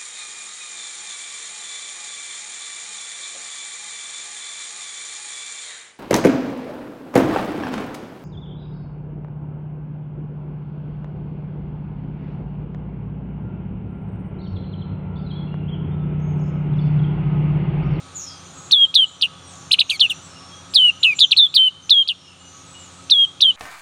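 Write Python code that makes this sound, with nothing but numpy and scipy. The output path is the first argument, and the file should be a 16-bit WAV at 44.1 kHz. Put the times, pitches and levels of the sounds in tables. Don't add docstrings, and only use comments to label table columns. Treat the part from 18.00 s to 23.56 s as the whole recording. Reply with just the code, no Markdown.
import sys
import numpy as np
from scipy import signal
from scipy.fft import rfft, irfft, next_fast_len
from scipy.io import wavfile
from scipy.ndimage import uniform_filter1d, minimum_filter1d

SR = 44100
rng = np.random.default_rng(int(sys.argv[2]) if len(sys.argv) > 2 else 0)


def wav_out(sig):
    wavfile.write(sys.argv[1], SR, np.round(np.clip(np.atleast_2d(sig).T, -1, 1) * 32767).astype(np.int16))


N = 245195
TIME = np.arange(N) / SR

# (frequency [Hz], relative level [dB])
THROAT_FILTER = [(4500, -33), (5100, -47), (6400, -50), (7600, -48), (8600, -29.5), (9600, -35),
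                 (10700, -41), (12200, -76.5), (13500, -43), (15300, -40)]
# (time [s], level change [dB])
HEAD_TURNS = [(0.7, 8), (1.2, 0), (1.75, -2.5), (2.1, 8), (2.8, 0), (3.1, -2), (3.4, 5.5), (3.65, 15.5),
              (4.1, 2), (5.4, 5.5)]
def white_eye(jitter=0.0039, roughness=0.006, strain_s=0.051, air_db=-54, rasp_db=-39):
    pitch, loudness, push, age = syrinx()
    strain = np.exp(-(age / strain_s) ** 2)
    phase = phase_of(pitch * (1 + (jitter + roughness * strain) * drift(900)))
    head_db = at_time(HEAD_TURNS)
    overtones = 0
    for halves in range(4, 13):
        hz = halves * pitch / 2
        db = at_hz(THROAT_FILTER, hz) + 5 * strain
        db -= 20 * (halves % 2) + 8 * (halves / 2 - 2)
        db += head_db * np.clip((hz - 12000) / 1000, 0, 1)
        top_fade = np.clip((SR / 2.5 - hz) / 1000, 0, 1)
        overtones += from_db(db) * top_fade * np.sin(halves * phase / 2)
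    split = push * from_db(-49) + loudness * from_db(-13) * np.clip((pitch - 4700) / 800, 0, 1)
    below = np.clip((pitch - 2300) / 1000, 0, 1) * np.sin(phase / 2)
    above = np.clip((3400 - pitch) / 500, 0, 3) * np.sin(3 * phase / 2)
    # (frequency [Hz], relative level [dB])
    colour = [(1200, -26.5), (2600, -15), (4500, -18), (6500, -0.5), (8800, 1), (12000, -3),
              (15000, -29)]
    turbulence = (from_db(air_db) + from_db(rasp_db) * strain) * noise(colour)
    shimmer = from_db(0.6 * drift(260))
    whistle = shimmer * (loudness * np.sin(phase) + split * (below + above))
    return np.sqrt(2) * (whistle + push * overtones) + push * turbulence


# (start [s], length [s], rise time [s], top pitch [Hz], settling pitch [Hz], slide time
# [s], slide shape [under 1 drops at once, over 1 lingers], sag [Hz/s], relative level [dB], change by the end
# [dB], dip depth [dB], warble depth [Hz], warble rate [Hz], push behind overtones and turbulence [dB])
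CHIRPS = [ (0.7070, 0.15, 0.011, 6080, 3289, 0.0047, 0.52, 452.5, -4.5, -2, 0.5, 160, 108, -6),
          (0.938, 0.11, 0.011, 5960, 3023, 0.0078, 0.53, 301.5, -1, -6, 6, 340, 200, -1),
          (1.209, 0.054, 0.0085, 5474, 3046, 0.0068, 1.4, 5095, -1.5, -15.5, 15, 530, 145, -7),
          (1.707, 0.041, 0.0210, 5410, 4676, 0.002, 2.02, 114988, -4.5, -3, 22, 220, 111, 3.5),
          (1.7827, 0.039, 0.02, 5050, 4516, 0.0024, 1.6, 114999, -4, -2.5, 17, 140, 103, -3),
          (1.891, 0.0780, 0.0140, 4735, 2327, 0.0044, 0.61, 2603, -4, -30, 14, 210, 128, 1),
          (1.992, 0.075, 0.011, 5610, 2868, 0.0075, 0.71, 2494, -3.5, -10.5, 0, 330, 120, -7),
          (2.0927, 0.034, 0.0058, 3750, 2820, 0.0069, 1.22, 2403, -15, -4, -3, 21, 146, -1),
          (2.735, 0.17, 0.0064, 5200, 3215, 0.024, 1.65, 2441, -4.5, -3, 9, 340, 185, -2.5),
          (3.0262, 0.1120, 0.0097, 4366, 2663, 0.0057, 0.61, 2701, -1, -14.5, 15.5, 270, 120, -4.5),
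          (3.184, 0.069, 0.015, 5420, 4040, 0.0058, 0.93, 16897, -7.5, 7, -2.5, 610, 155, -2),
          (3.3064, 0.03, 0.0084, 4700, 4050, 0.004, 1.9, 76000, -0.5, -3.5, -2, 29, 170, -1.5),
          (3.3607, 0.1110, 0.0089, 4560, 3663, 0.017, 1.4, 2205, -1, -6, 6, 350, 152.6, -3.5),
          (3.5372, 0.15, 0.0084, 4846, 3120, 0.023, 2.47, 496.5, 0.5, -5.5, 11, 335, 187, -1),
          (3.891, 0.14, 0.011, 5775, 3205, 0.0066, 0.56, -3, 1, -7.5, -9, 90, 203, -4),
          (4.071, 0.052, 0.01, 5283, 3180, 0.0076, 1.4, 7701.5, -2.5, -13, 6, 460, 131, -8),
          (5.0946, 0.16, 0.011, 5880, 3233, 0.0067, 0.57, 2, -5, -5.5, 2, 49, 140, -7.5),
          (5.4022, 0.11, 0.012, 6010, 3027, 0.0066, 0.54, 97, -3.5, -6, 8.5, 280, 165, -6), ]
# (pitch [Hz], level change [dB])
THROAT_RESONANCE = [(2000, -9), (2450, -2.5), (2750, -1.5), (3000, -0.1), (3400, -0.5), (3620, 3.57),
                    (3780, 6), (3950, -2.6), (4150, 1.7), (4600, -12.5), (5200, -17), (6200, -15.5)]
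def syrinx(attack_s=0.011, release_s=0.0043, dip_hz=3398, dip_width_hz=92):
    pitch, loudness, push, age = np.full(N, 3000.), np.zeros(N), np.zeros(N), np.zeros(N)
    for start, length, *glide, db, change_db, dip_db, warble_hz, warble_rate, push_db in CHIRPS:
        span = (TIME >= start) & (TIME < start + length)
        t = TIME[span] - start
        hz = chirp_pitch(t, length, *glide, warble_hz, warble_rate)
        swell = np.minimum(np.minimum((t / attack_s) ** 2.03, (length - t) / release_s), 1)
        dip = max(dip_db, 0) / (1 + (2 * (hz - dip_hz) / dip_width_hz) ** 2)
        throat_db = at_hz(THROAT_RESONANCE, hz) - dip
        pitch[span], age[span] = hz, t
        loudness[span] = swell * from_db(db + change_db * t / length + throat_db)
        push[span] = swell * from_db(push_db)
    return uniform_filter1d(pitch, size=50), uniform_filter1d(loudness, size=50), push, age


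def chirp_pitch(t, length, rise, top_hz, settle_hz, slide, shape, sag, warble_hz, warble_rate):
    start_hz, warble_fade_s, droop_hz, droop_s = 2320, 0.027, 218.7, 0.0064
    since_top = np.maximum(t - rise, 1e-9)
    flick = start_hz + (top_hz - start_hz) * np.sin(np.pi / 2 * (t / rise) ** 1.25) ** 2
    fall = settle_hz + (top_hz - settle_hz) * np.exp(-(since_top / slide) ** shape) - sag * since_top
    warble = warble_hz * np.sin(2 * np.pi * warble_rate * since_top) * np.exp(-since_top / warble_fade_s)
    droop = droop_hz * np.exp((t - length) / droop_s)
    return np.maximum(np.where(t < rise, flick, fall - warble) - droop, 1000)


# (delay [s], level [dB])
CAGE_ECHOES = [(.0031, -19.5), (.0043, -19), (.0071, -15), (0.0135, -19.5)]
def cage(x):
    return x + sum(from_db(db) * np.interp(TIME - delay, TIME, x, left=0) for delay, db in CAGE_ECHOES)


def room(x, fade_s):
    t = TIME[:SR]
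    onset = np.clip((t - .006) / 0.0011, 0, 1)
    tail = rng.standard_normal(SR) * from_db(-60 * t / fade_s) * onset
    return signal.fftconvolve(x, tail / np.sqrt(np.sum(tail ** 2)))[:N]


# (start [s], length [s], first pitch [Hz], relative level [dB])
FAR_CALLS = [(0.144, 0.069, 7050, -31), (0.186, 0.14, 6030, -39.5), (1.061, 0.026, 7140, -41),
             (1.446, 0.069, 8610, -49), (1.871, 0.06, 6710, -38), (2.215, 0.073, 7950, -49),
             (2.992, 0.082, 7232, -41.5), (3.148, 0.077, 7320, -32), (3.21, 0.12, 6500, -38),
             (3.817, 0.053, 6400, -43), (4.506, 0.11, 6550, -52), (4.772, 0.11, 7600, -47.5)]
# (start [s], length [s], first pitch [Hz], last
# pitch [Hz], relative level [dB])
FAR_WHISTLES = [(2.346, 0.032, 2830, 2890, -48), (2.488, 0.13, 3260, 3360, -50.5),
                (4.229, 0.11, 2935, 2600, -45.5), (4.391, 0.11, 2871, 2900, -45.5),
                (4.738, 0.049, 2892, 2910, -41.5)]
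def far_birds(fall_hz_per_s=11000, call_hoarseness=0.028, whistle_hoarseness=0.006):
    song, shake = np.zeros(N), drift(1700)
    calls = [(start, length, hz, hz - fall_hz_per_s * length, db, call_hoarseness)
             for start, length, hz, db in FAR_CALLS]
    whistles = [(*row, whistle_hoarseness) for row in FAR_WHISTLES]
    for start, length, first_hz, last_hz, db, hoarseness in calls + whistles + chatter():
        span = slice(int(start * SR), int((start + length) * SR))
        progress = np.linspace(0, 1, len(song[span]))
        pitch = first_hz + (last_hz - first_hz) * progress
        phase = phase_of(pitch * (1 + hoarseness * shake[span]))
        swell = np.minimum(progress / 0.095, 1) * np.sqrt(1 - progress)
        tone = np.sin(phase) + from_db(-32) * np.sin(2 * phase)
        song[span] += from_db(db) * swell * np.sqrt(2) * tone
    return from_db(-9) * song + from_db(3) * room(song, fade_s=0.35)


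def chatter(count=60):
    when, size, height, fall, strength, grain = rng.random((count, 6)).T
    start, length = when * TIME[-1], 0.13 + 0.082 * size
    first_hz = np.where(height < .25, 2800 + 3600 * height, 4500 + 3800 * height)
    last_hz = first_hz * (1 - 0.06 * fall)
    db, hoarseness = -56 + 6 * strength, 0.012 + 0.02 * grain
    return list(zip(start, length, first_hz, last_hz, db, hoarseness))


# (multiple of the lowest pitch, level [dB])
HUM_TONES = [(1, -54), (2, -57), (3, -58.5), (4, -62.5), (6, -62.5)]
def motor_hum(pitch_hz=89.3, wander=0.0052, throb_db=2.5):
    phase = phase_of(pitch_hz * (1 + wander * drift(5.5)))
    hum = 0
    for multiple, db in HUM_TONES:
        level = from_db(db + throb_db * drift(48))
        hum += level * np.sqrt(2) * np.sin(multiple * phase + rng.uniform(0, 2 * np.pi))
    return hum


# (pitch [Hz], width [Hz], level against the rumble [dB])
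DRONES = [(150, 15, -19), (1136, 14, -9), (1270, 33, -6)]
def drones():
    sound = 0
    for hz, width, db in DRONES:
        phase = 2 * np.pi * hz * TIME
        sound += from_db(db) * (drift(width) * np.cos(phase) + drift(width) * np.sin(phase))
    return sound


# (frequency [Hz], relative level [dB])
RUMBLE_COLOUR = [(21, -62), (35, -20), (81, -7.5), (164, 3.5), (234, -12.5), (273, -6), (325, -12.5),
                 (354, -10.5), (465, -11), (524, -11.5), (571, -13), (805, -8), (988, -11), (1280, -7),
                 (2100, -21), (2730, -49), (4620, -120)]
HISS_COLOUR = [(1120, -18.5), (1900, -11.5), (2450, -4), (3080, -5.5), (3360, -2), (4190, -3.5), (4530, -7),
               (4950, -10.5), (5800, -6), (7030, -4), (7810, -17.5), (8460, -5.5), (10500, -24),
               (15500, -57)]
# (time [s], level [dB])
RUMBLE_LEVEL = [(0, -48.5), (0.6, -45.5), (2.6, -46.5), (3.6, -46.5), (4.7, -49.5), (5.5, -48.5)]
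def room_noise(hiss_db=-48.5):
    rumble = from_db(at_time(RUMBLE_LEVEL)) * (drones() + noise(RUMBLE_COLOUR))
    return rumble + from_db(hiss_db) * noise(HISS_COLOUR)


def from_db(db):
    return 10 ** (np.asarray(db) / 20)


def at_time(points):
    return np.interp(TIME, *np.transpose(sorted(points)))


def at_hz(points, hz):
    frequencies, levels = np.transpose(points)
    return np.interp(np.log(hz + 1e-9), np.log(frequencies), levels)


def noise(colour):
    size = next_fast_len(N)
    hz = np.arange(size // 2 + 1) * SR / size
    spectrum = rfft(rng.standard_normal(size)) * from_db(at_hz(colour, hz))
    x = irfft(spectrum, size)[:N]
    return x / np.sqrt(np.mean(x ** 2) + 1e-20)


def drift(rate):
    steps = rng.standard_normal(N // 8)
    return np.interp(TIME * rate, np.arange(len(steps)), steps)


def phase_of(hz):
    return 2 * np.pi * np.cumsum(hz) / SR


def scene():
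    song = cage(white_eye())
    echo = from_db(-29) * room(song, fade_s=0.65)
    return (song + echo + far_birds() + motor_hum() + room_noise())[None]


def limiter(x, ceiling_db=-1.74, release_db_per_s=13.5):
    over_db = np.maximum(20 * np.log10(np.abs(x) + 1e-9) - ceiling_db, 0)
    recovery_db = release_db_per_s * TIME
    held_db = np.maximum.accumulate(over_db + recovery_db, axis=-1) - recovery_db
    ahead_db = -minimum_filter1d(-held_db, size=200)
    return x * from_db(-uniform_filter1d(ahead_db, size=200))


def record(dry):
    treble_cut = signal.ellip(10, .1, 80, 15900, fs=SR, output="sos")
    return signal.sosfilt(treble_cut, limiter(dry))


dry = scene()
out = record(dry)
wav_out(out)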